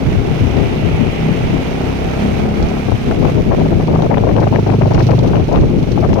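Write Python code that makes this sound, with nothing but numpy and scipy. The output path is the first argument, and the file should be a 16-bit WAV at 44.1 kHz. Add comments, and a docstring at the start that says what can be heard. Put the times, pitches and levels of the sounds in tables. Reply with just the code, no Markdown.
"""Slow drive, window open

A street, heard from a phone held at the open side window of a slowly rolling car.
Close by, the engine drones and knocks at low revs and sags as the car slows, shaking a loose part.
Wind buffets the two microphone ports, the outer (left) one hardest, and drives the phone's limiter.
Behind it all, tyres and passing air hiss."""
import sys
import numpy as np
from scipy import signal
from scipy.fft import rfft, irfft
from scipy.io import wavfile
from scipy.ndimage import uniform_filter1d, minimum_filter1d, map_coordinates

SR = 44100
rng = np.random.default_rng(int(sys.argv[2]) if len(sys.argv) > 2 else 0)


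def transcribe(signal):
    """Save signal, clipped to [-1, 1], as a 16-bit WAV file at the path in sys.argv[1]."""
    frames = np.atleast_2d(signal).T
    limited = np.clip(frames, -1, 1)
    pcm = np.round(limited * 32767).astype(np.int16)
    wavfile.write(sys.argv[1], SR, pcm)


N = 273420
T = np.arange(N) / SR

# engine speed: (time [s], firing rate [Hz])
FIRING_RATE = [(0.0, 30.35), (0.19, 30.9), (0.34, 31.8), (0.74, 30.99), (0.9, 32.75), (1.26, 32.02),
               (1.36, 32.94), (1.6, 32.32), (2.68, 35.64), (3.3, 27.42), (3.57, 26.91), (4.13, 26.81),
               (5.59, 23.42), (5.84, 22.59), (6.06, 22.83), (6.2, 21.4)]
# mean wind at the window: (time [s], rumble level [dB], tearing level [dB])
MEAN_WIND = [(0, -19, -34.5), (1.2, -23.5, -35), (2.8, -23, -34), (3.4, -13.5, -24.5), (4.1, -18, -23),
             (5.5, -15, -24), (5.8, -15.5, -27), (6.2, -13.5, -22.5)]


def engine(knock_s=0.026, left_db=-1, right_lag_s=0.0005):
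    """Each firing thumps the exhaust and the cabin, knocks in the block and shakes a loose part."""
    # how hard the engine labours: (time [s], load [dB])
    effort = [(0, -1.5), (1.5, -3), (2.6, -3), (3.4, 1.5), (4.2, 3.5), (5, 5), (5.7, 0), (6.2, 0.5)]
    # resonances of exhaust and block: (frequency [Hz], gain [dB])
    exhaust_shape = [(8,-36),(30,-4.5),(68,0.5),(105,3),(135,-24),(165,6.5),(200,-8.5),(240,3),(290,-8.5),(370,0),(440,-4),(520,-15),(820,-29.5),(5000,-100)]
    block_shape = [(20,-48),(150,-26),(300,-19),(400,2.5),(510,-8.5),(650,-2),(830,-4.5),(1050,-17),(1350,-13.5),(1800,-26),(2600,-26.5),(4500,-43),(14000,-60)]
    hz, = curves(FIRING_RATE)
    load, = curves(effort)
    pace_db = 20 * np.log10(hz / 30)  # relative to cruising
    throttle_lift = arches([(2.93, 0.33, -18)])
    pulses, age, strength = firings(hz)
    exhaust = colour(pulses, exhaust_shape) * undb(-19 + 0.86 * load + throttle_lift)
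    thud = cabin_resonances(body_echoes(exhaust + cabin(pulses, load, pace_db) + drone(pulses)))
    strikes = strength * np.exp(-age / knock_s) + gear_clatter(age, hz)
    # part of the knock reaches both ports directly, more is scattered by the road and walls
    direct = noise()
    knock = np.array([colour(strikes * (direct + 3.4 * noise()), block_shape) for _ in range(2)])
    knock *= undb(-29 + 3.4 * pace_db + 0.18 * load + throttle_lift)
    left, right = thud + knock + loose_ticks(age, hz)
    return np.array([left * undb(left_db), np.interp(T - right_lag_s, T, right)])


def firings(hz, scatter_db=1):
    """Four cylinders fire a little unevenly: pulses, seconds since the last one, and its strength."""
    # the cylinders in firing order: (strength [dB])
    cylinders = [0.037, 0.2, 0.17, -0.38]
    cycles = 0.3715 + np.cumsum(hz) / SR + 0.004 * walk(25)
    count = cycles.astype(int)
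    strength = undb(np.take(cylinders, count, mode="wrap") + scatter_db * noise()[count])
    pulses = np.diff(count, prepend=count[0]) * strength
    return pulses, cycles % 1 / hz, strength


def cabin(pulses, load, pace_db, lag_s=0.0062, wobble_s=0.0003):
    """The cabin hums just after each firing, wavering, and booms lower down as the engine labours."""
    # the broad boom and the narrow hum: (frequency [Hz], gain [dB])
    boom_shape = [(8,-102),(50,-28.5),(76,-17),(100,7),(128,3),(160,4),(220,-15),(400,-47),(4000,-110)]
    hum_shape = [(8,-80),(110,-30.5),(148,0),(164,-2.5),(183,-13.5),(204,1),(220,-2.5),(240,-8),(262,-11.5),(295,-20),(4000,-110)]
    # moments when the hum seems to sink under the wind: (time [s])
    sinking_moments = [1.15, 1.38, 1.852, 2.13]
    late_pulses = np.interp(T - lag_s - wobble_s * walk(14), T, pulses, left=0)
    boom_db = -21 + 2.17 * load + 2 * walk(5.03)
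    hum_db = -24 + 0.98 * load + 0.76 * pace_db + 3 * walk(8.8)
    hum_db += arches([(s, 0.15, -22) for s in sinking_moments])
    return colour(pulses, boom_shape) * undb(boom_db) + colour(late_pulses, hum_shape) * undb(hum_db)


def drone(pulses, waver_db=2):
    """Overtones of the firing ring in the car's body while the engine revs up."""
    # swell of the drone: (time [s], level [dB])
    swell = [(0, -48), (1.1, -53), (1.3, -31), (2.0, -27), (2.65, -30), (2.9, -27.5), (3.3, -42),
             (3.7, -49)]
    # body resonances: (frequency [Hz], gain [dB])
    body_shape = [(8, -67), (45, -21), (70, 3), (85, -11), (106, 3.5), (130, -28), (205, -28), (240, 2),
                  (264, -1), (295, -26), (370, -25.5), (430, 0), (495, -13), (560, -30), (655, -6),
                  (780, -25), (4000, -100)]
    level, = curves(swell)
    return colour(pulses, body_shape) * undb(level + waver_db * walk(5.13))


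def body_echoes(thud, feedback=0.55, lead_s=0.0042):
    """Short echoes in the body smear each thud, which starts just before the block knocks."""
    for echo_s in (0.0019, 0.0033):
        allpass = np.r_[-feedback, np.zeros(int(echo_s * SR)), 1]
        thud = signal.lfilter(allpass, allpass[::-1], thud)
    return np.interp(T + lead_s, T, thud)


def cabin_resonances(thud, width_hz=22):
    """Single overtones of the firing stand out or sink for a moment in the cabin."""
    # narrow swells and dips: (crest time [s], length [s], frequency [Hz], gain [dB])
    overtones = [(2.35, 1.194, 207, 4.5), (3.9, 1.0, 160, 6), (4.256, .6, 127.9, -8.5),
                 (5.201, 1.07, 123, 5)]
    return thud + sum(resonate(thud, hz, width_hz) * (undb(arches([(s, length_s, db)])) - 1)
                      for s, length_s, hz, db in overtones)


def gear_clatter(age, hz, below_hz=23.3, gain_db=4, decay_s=0.003):
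    """Force of the slack gears, which strike three times per firing as the engine nears idle."""
    # gear strikes: (position [share of the firing cycle], level [dB])
    strikes = [(.11, -12), (.45, -9), (.79, -6)]
    slack = (1 + np.tanh(2 * (below_hz - hz))) / 2
    return slack * sum(undb(db + gain_db) * np.exp(-((age * hz - share) % 1) / hz / decay_s)
                       for share, db in strikes)


def loose_ticks(age, hz, below_hz=26.8, range_hz=0.7, shake_s=0.0045, left_db=-7):
    """At low revs a loose part ticks unevenly with each firing, and once rattles hard."""
    # ring of the part: (frequency [Hz], gain [dB])
    part_shape = [(200,-31),(1800,-26),(2700,6.5),(3600,1),(4300,5.5),(4800,-4),(5400,2),(6150,0),(7300,-17),(14000,-18)]
    looseness = (1 + np.tanh((below_hz - hz) / range_hz)) / 2
    hard_rattle = arches([(4.993, 0.78, 6)])
    shake = (0.5 + age / shake_s * np.exp(1 - age / shake_s)) * undb(2 * walk(35))
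    ticks = np.array([colour(shake * noise(), part_shape) for _ in range(2)])
    return ticks * looseness * undb(-42 + hard_rattle) * undb([[left_db], [0]])


def loose_clacks(gain_db=5, crack_s=0.0015, tail_s=0.013, tail_db=-11, click_db=-10, left_db=-10):
    """The loose part strikes, to the right: a dry click with a short ring, pitched anew each time."""
    # separate knocks: (time [s], level [dB], ring frequency [Hz])
    knocks = [(2.625, -26, 4500), (2.685, -31, 4990), (3.871, -32, 4170), (4.02, -27, 3580),
              (4.401, -32, 5040), (4.935, -27, 5234), (4.944, -29, 5564), (5.024, -23.5, 4420),
              (5.066, -26.5, 5045), (5.107, -28, 3960), (5.189, -23.5, 3930), (5.526, -29.5, 5940),
              (5.827, -31, 3504), (5.917, -31, 4243), (6.128, -30, 2500), (6.139, -31, 5824)]
    out, age = np.zeros((2, N)), T[:SR // 25]
    envelope = age / crack_s * np.exp(1 - age / crack_s) + undb(tail_db) * np.exp(-age / tail_s)
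    for s, db, hz in knocks:
        burst = rng.standard_normal((2, len(age))) * envelope * undb(db + gain_db)
        clack = resonate(burst, hz, width_hz=1400) + undb(click_db) * burst
        start = int(s * SR)
        out[:, start:start + len(age)] += clack[:, :N - start]
    band = signal.butter(5, [2400, 6600], "bandpass", fs=SR, output="sos")
    return signal.sosfilt(band, out) * undb([[left_db], [0]])


def outer_wind(rumble_db=5.5, lull_db=-12, swirl_db=2, surge_db=3):
    """Eddies rumble right on the outer port; in a surge they sweep past faster, louder and brighter."""
    # gusts over the mean wind: (crest time [s], length [s], rumble gain [dB], tearing gain [dB])
    gusts = [(.46, 0.11, 2.1, 3.3), (.59, .26, 7.8, 14.2), (.875, .1, 8.6, 17), (1.05, 0.23, 4, 9.4),
             (1.31, 0.12, 3.8, 7.9), (1.459, 0.076, 3.8, 1.4), (1.572, .084, 5.7, 7.1), (1.9, .13, 3.5, 6),
             (2.23, 0.077, 4.2, 2.8), (2.43, 0.19, 8, 6.9), (2.59, 0.21, 5.2, 7), (2.909, .12, 7.6, 5.06),
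             (3.25, 0.1191, 3.4, 3.77), (3.39, 0.093, 10, 1.86), (3.531, 0.13, 2.55, 4.1),
             (3.62, 0.096, 7, 2.03), (5.3, 0.094, 3.67, 1.9), (5.559, 0.16, 3.5, 2.62)]
    # the air briefly leaves the port: (time [s], length [s])
    lulls = [(2.135, .11), (2.825, .11), (3.013, 0.17), (3.311, 0.054), (3.437, 0.058), (3.553, 0.055),
             (3.688, 0.061), (3.857, 0.049), (4.084, 0.056), (4.496, 0.061), (4.625, 0.11), (4.779, 0.0954),
             (4.893, 0.037), (5.05, 0.086), (5.172, 0.04), (5.457, 0.064), (5.863, 0.058)]
    # spectra of large and small eddies: (frequency [Hz], level [dB])
    rumble_shape = [(8,-22),(30,-12),(65,-4.5),(120,-2),(200,-6),(320,-9),(500,-17),(900,-35.5),(2000,-62.5),(10000,-110)]
    tearing_shape = [(20,3),(100,-29),(200,-1.5),(350,-3.5),(560,-2),(760,-8.5),(1050,-20),(1600,-31.5),(3500,-73),(10000,-100)]
    rumble_level, tearing_level = curves(MEAN_WIND)
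    calm = arches([(s, length_s, lull_db) for s, length_s in lulls])
    rumble_level += calm + arches([(s, length_s, db) for s, length_s, db, _ in gusts])
    tearing_level += calm + arches([(s, length_s, db) for s, length_s, _, db in gusts])
    rumble = colour(noise() * undb(swirl_db * walk(35)), rumble_shape)
    rumble *= undb(rumble_level + rumble_db + walk(16))
    surge = unit(walk(90) + walk(260))
    force = undb(tearing_level + surge_db * surge) + buffets()
    speed = (force / undb(-18)) ** 0.1 * undb(surge)
    return rumble + sweep_past(colour(noise(), tearing_shape), speed) * force


def buffets(gain_db=-1, flutter_db=2.2, rise_s=0.003003, fall_s=0.004, end_share=0.65):
    """Force of air slapping the outer port: it strikes abruptly, flutters as it holds, and drops away."""
    # surges of air: (start [s], length [s], level [dB])
    surges = [(2.879, 0.019, -9), (2.917, 0.0096, -9), (3.104, 0.037, -15.5), (3.225, 0.029, -11.5),
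              (3.261, 0.04, -10.5), (3.376, 0.022, -13.5), (3.507, 0.041, -5.5), (3.581, 0.042, -12),
              (3.648, 0.023, -11), (3.716, 0.02, -8), (3.878, 0.038, -12), (3.93, 0.031, -12.5),
              (3.988, 0.021, -14.5), (4.02, 0.047, -9.5), (4.099, 0.046, -9), (4.17, 0.023, -8),
              (4.235, .02, -6.5), (4.267, 0.051, -9), (4.351, 0.048, -9), (4.413, 0.029, -6.5),
              (4.467, 0.015, -9.5), (4.522, 0.049, -7.5), (4.583, 0.012, -8.5), (4.663, 0.053, -10),
              (4.722, 0.027, -12), (4.809, 0.027, -7.5), (4.849, 0.033, -9), (4.908, 0.02, -10.5),
              (4.94, 0.02038, -7.5), (4.975, 0.055, -7.5), (5.086, 0.065, -10.5), (5.179, 0.018, -12),
              (5.222, 0.035, -13), (5.292, 0.031, -14.5), (5.332, 0.044, -10), (5.39, 0.033, -12.5),
              (5.482, 0.02, -12.5), (5.513, 0.068, -8), (5.616, 0.032, -15), (5.974, 0.019, -8.5),
              (6.022, 0.043, -15), (6.085, 0.046, -14), (6.158, 0.035, -4.5)]
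    force = np.zeros(N)
    for s, length_s, db in surges:
        corners = [s, s + rise_s, s + length_s, s + length_s + fall_s]
        force += undb(db) * np.interp(T, corners, [0, 1, end_share, 0])
    return force * undb(gain_db + flutter_db * walk(120))


def rasps(crackle_db=10, steady_s=0.006):
    """Fast eddies cross the outer port: quick swells of crackling air, brighter the faster they pass."""
    # sharp eddies: (time [s], peak [dB], rise time [s], speed [ratio])
    eddies = [(2.888, -23, .002, 0.54), (3.11, -15, 0.0026, 0.69), (3.232, -18, .002, .9),
              (3.25, -12, 0.0015, 0.86), (3.518, -8, 0.003, 0.63), (3.534, -16, 0.0031, 0.64),
              (4.111, -11, 0.0023, 0.75), (4.14, 0, 0.0029, 0.73), (4.17, -9, 0.0022, 1.07),
              (4.18, -13, 0.0023, 1.23), (4.29, -13, 0.0029, 0.91), (4.312, -5, 0.0012, 1.15),
              (4.364, -5, 0.0014, 1.09), (4.427, -4.5, 0.0023, 0.9), (4.473, -14.5, .002, 0.95),
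              (4.549, -3.5, 0.0017, 0.65), (4.558, -7, 0.0023, 0.85), (4.701, -15, 0.0017, 0.93),
              (4.712, -16.5, 0.0014, 0.91), (4.819, -8.5, 0.0019, 0.91), (4.833, -21, 0.0023, .85),
              (4.946, -9, 0.0018, 1.0), (4.977, -12, 0.0022, 0.91), (5.002, -3, 0.0025, .9),
              (5.095, -20, 0.0018, 1), (5.107, -11, .0015, .9), (5.116, -10, 0.0016, 0.79),
              (5.257, -14.5, 0.002, 1.21), (5.334, -16, 0.0022, 0.83), (5.353, -15, 0.0021, 1.12),
              (5.364, -6, 0.0019, 0.96), (5.54, -12.5, 0.0015, 0.91), (5.555, -7, 0.0034, 1.38),
              (6.092, -17, 0.0016, 0.79), (6.131, -11, 0.0022, 0.92)]
    # their spectrum at speed 1: (frequency [Hz], level [dB])
    rasp_shape = [(20,-18),(250,-23),(700,11.5),(1400,-1.5),(1900,-4),(2800,-3.5),(4100,-25),(6000,-36),(15000,-49)]
    speed, = curves([(s, pace) for s, _, _, pace in eddies])
    crackle = colour(noise() * undb(crackle_db * walk(500)), rasp_shape)
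    air = sweep_past(crackle, speed)
    running_rms = np.sqrt(uniform_filter1d(air ** 2, int(steady_s * SR)) + 1e-9)
    return air / running_rms * swells([row[:3] for row in eddies])


def thumps(gain_db=-3, wander=0.35):
    """Each slow eddy pushes and pulls on one port for a few uneven cycles."""
    # slow eddies: (crest time [s], level [dB], length [s], pitch [Hz], port [0 outer, 1 sheltered])
    eddies = [(0.062, -10, 0.038, 125, 1), (0.147, -6, 0.027, 126, 1), (0.179, 1, 0.046, 136, 0),
              (0.319, -1.5, 0.026, 148, 0), (0.412, -5, 0.033, 102, 1), (0.428, -1.5, 0.049, 131, 0),
              (0.475, 1, 0.017, 106, 0), (0.527, -8, 0.028, 97, 0), (0.858, -2, 0.035, 123, 0),
              (0.915, -6, 0.018, 97, 1), (0.947, -3, 0.03, 114, 0), (0.977, -8, 0.025, 113, 1),
              (1.016, -2, 0.055, 165, 0), (1.082, -5.5, 0.039, 111, 0), (1.315, -1, 0.021, 129, 0),
              (1.447, -6, 0.049, 115, 1), (1.545, -3, 0.033, 170, 0), (2.056, -8, 0.024, 122, 0),
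              (2.42, -6, 0.05, 94, 0), (2.624, -6, 0.048, 104, 0), (2.895, -3.5, 0.048, 109, 0),
              (2.932, -1, 0.05, 118, 0), (3.14, -7, 0.039, 128, 0), (3.254, -7, 0.061, 95, 0),
              (3.349, -17, 0.055, 121, 1), (4.23, -17, 0.075, 105, 1), (4.375, -8, 0.049, 123, 1),
              (4.458, -11, 0.075, 81, 1), (5.375, -11, 0.063, 88, 1), (5.576, -7, 0.069, 148, 1),
              (5.634, -6, 0.051, 134, 1), (6.103, -2, 0.041, 104, 1)]
    out = np.zeros((2, N))
    uneven_time = np.cumsum(np.exp(wander * walk(170) - wander ** 2)) / SR
    for s, db, length_s, hz, port in eddies:
        near = np.abs(T - s) < 2 * length_s
        envelope = undb(db + gain_db) * np.exp(-(2 * (T[near] - s) / length_s) ** 2)
        out[int(port), near] += envelope * np.sin(2 * np.pi * hz * uneven_time[near])
    return out


def sheltered_wind(shelter_db=-6, flutter_db=2):
    """The sheltered port catches only a weak share of the wind, with dull puffs and a few slaps."""
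    # puffs over the mean wind: (crest time [s], length [s], gain [dB])
    puffs = [(.08, 0.089, 15.5), (.42, 0.13, 11), (.93, .19, 15), (1.5, 0.32, 12.5), (2.06, .12, 9.5),
             (2.63, 0.17, 16), (4.98, 0.094, 15), (5.62, .2, 10), (5.8, .1, 8), (6.1, .15, 8)]
    # slaps of air: (time [s], peak [dB], rise time [s])
    slaps = [(5.245, -18, .004), (5.585, -6, .003), (5.632, -9, 0.0053), (5.81, -12.5, .0025)]
    # their spectra: (frequency [Hz], level [dB])
    puff_shape = [(8,-14),(25,-10.5),(80,-3.5),(140,-7),(250,-15.5),(450,-23),(1000,-45),(10000,-110)]
    slap_shape = [(20, -26), (150, -8), (330, 0), (600, -11), (1000, -25), (1600, -29), (3000, -43),
                  (10000, -86)]
    level, _ = curves(MEAN_WIND)
    level += shelter_db + arches(puffs) + flutter_db * walk(10)
    return colour(noise(), puff_shape) * undb(level) + colour(noise(), slap_shape) * swells(slaps)


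def road_hiss(left_db=12, right_db=13.5, grit_db=2, flicker_db=0.72):
    """Below the window, tyres hiss over a gritty surface; each port colours the hiss in its own way."""
    # tyres and passing air, fading as the car slows: (time [s], level [dB])
    hiss_level = [(0.0, -37.5), (1.05, -37.5), (2.19, -35), (2.54, -36.5), (3.2, -37.5), (3.75, -39.5),
                  (4.68, -41.5), (5.05, -40), (5.65, -41.5), (6.2, -41.5)]
    # the hiss at each port: (frequency [Hz], level [dB])
    left_shape = [(40,19.5),(200,10),(600,8.5),(1100,1.5),(1800,-5),(2300,-1),(3000,-8.5),(4000,-11),(6500,-22.5),(7600,-19.5),(10000,-23),(12500,-28),(15500,-50)]
    right_shape = [(40,8.5),(200,9.5),(600,3.5),(1100,-4.5),(1800,-6),(2300,-1),(3000,-6),(4600,-15.5),(6200,-16),(7100,-26.5),(8000,-44),(9000,-32),(14000,-30.5),(15700,-33)]
    level, = curves(hiss_level)
    swell = undb(level + flicker_db * walk(17))
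    ports = [colour(noise() * undb(grit_db * walk(900)), shape) for shape in (left_shape, right_shape)]
    return np.array(ports) * swell * undb([[left_db], [right_db]])


def tyre_rush(crest_s=1.08, spread_s=0.87, peak_db=-31.5, left_db=-4):
    """A rush of tyre noise swells and fades as the car rounds a bend."""
    # spectrum of the rush: (frequency [Hz], level [dB])
    rush_shape = [(200, -28), (1200, -19), (2000, 5), (2900, 3), (3400, -5), (4500, -18), (7000, -32),
                  (15000, -59)]
    swell = undb(peak_db) * np.exp(-((T - crest_s) / spread_s) ** 2)
    return np.array([colour(noise(), rush_shape) for _ in range(2)]) * swell * undb([[left_db], [0]])


def sweep_past(eddies, speed):
    """Carry a frozen field of eddies over a port; its frequencies scale with the speed."""
    return map_coordinates(eddies, [np.cumsum(speed)], order=3, mode="mirror")


def colour(x, response, size=8192):
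    """Ring x through a causal body with a response of (frequency [Hz], gain [dB]); rms 1."""
    hz, db = np.transpose(response)
    bin_hz = np.arange(size // 2 + 1) * SR / size
    log_gain = np.log(undb(np.interp(np.log(bin_hz + 1), np.log(hz), db)))
    cepstrum = irfft(log_gain)[:size // 2]
    cepstrum[1:] *= 2  # minimum phase
    impulse_response = irfft(np.exp(rfft(cepstrum, size)))
    return unit(signal.fftconvolve(x, impulse_response)[:N])


def resonate(x, hz, width_hz):
    """Pass x through a single resonance."""
    return signal.lfilter(*signal.iirpeak(hz, hz / width_hz, fs=SR), x)


def swells(rows):
    """Envelope of short bursts from rows (time [s], peak [dB], rise time [s])."""
    envelope = np.zeros(N)
    for s, db, rise_s in rows:
        start = int(s * SR)
        age = T[:min(SR // 10, N - start)] / rise_s
        envelope[start:start + len(age)] += undb(db) * age ** 2 * np.exp(2 - 2 * age)
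    return envelope


def arches(rows):
    """Smooth rises and falls in dB from rows (crest time [s], length [s], gain [dB])."""
    return sum(db * np.cos(np.pi * np.clip((T - s) / length_s, -.5, .5)) ** 2 for s, length_s, db in rows)


def curves(table):
    """Each column after the first, joined by straight lines in time."""
    s, *columns = np.transpose(table)
    return [np.interp(T, s, column) for column in columns]


def walk(rate):
    """Smooth random drift that changes about rate times a second; rms 1."""
    steps = np.interp(T * rate, np.arange(N), noise())
    return unit(uniform_filter1d(steps, int(SR / rate / 2)))


def noise():
    """White noise."""
    return rng.standard_normal(N)


def unit(x):
    """Scale to rms 1."""
    return x / np.sqrt(np.mean(x ** 2))


def undb(db):
    """Decibels to gain."""
    return 10 ** (np.asarray(db) / 20)


def limit(x, ceiling=0.89, hold_s=0.008):
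    """Look-ahead limiter: the gain dips smoothly round each peak that would pass the ceiling."""
    span = int(hold_s * SR)
    gain = np.minimum(1, ceiling / (np.abs(x) + 1e-9))
    return x * uniform_filter1d(minimum_filter1d(gain, span), span)


def scene():
    """At the open window, engine, rattle and road reach both ports; each port has its own wind."""
    car = engine() + loose_clacks() + road_hiss() + tyre_rush()
    wind = thumps() + np.array([outer_wind() + rasps(), sheltered_wind()])
    return car + wind


def record(dry):
    """The phone cuts the deepest rumble, limits each channel on its own and cuts the top."""
    low_cut = signal.butter(4, 20, "highpass", fs=SR, output="sos")
    top_cut = signal.ellip(10, 0.2, 80, 15700, fs=SR, output="sos")
    return signal.sosfilt(top_cut, limit(signal.sosfilt(low_cut, dry)))


dry = scene()
out = record(dry)
transcribe(out)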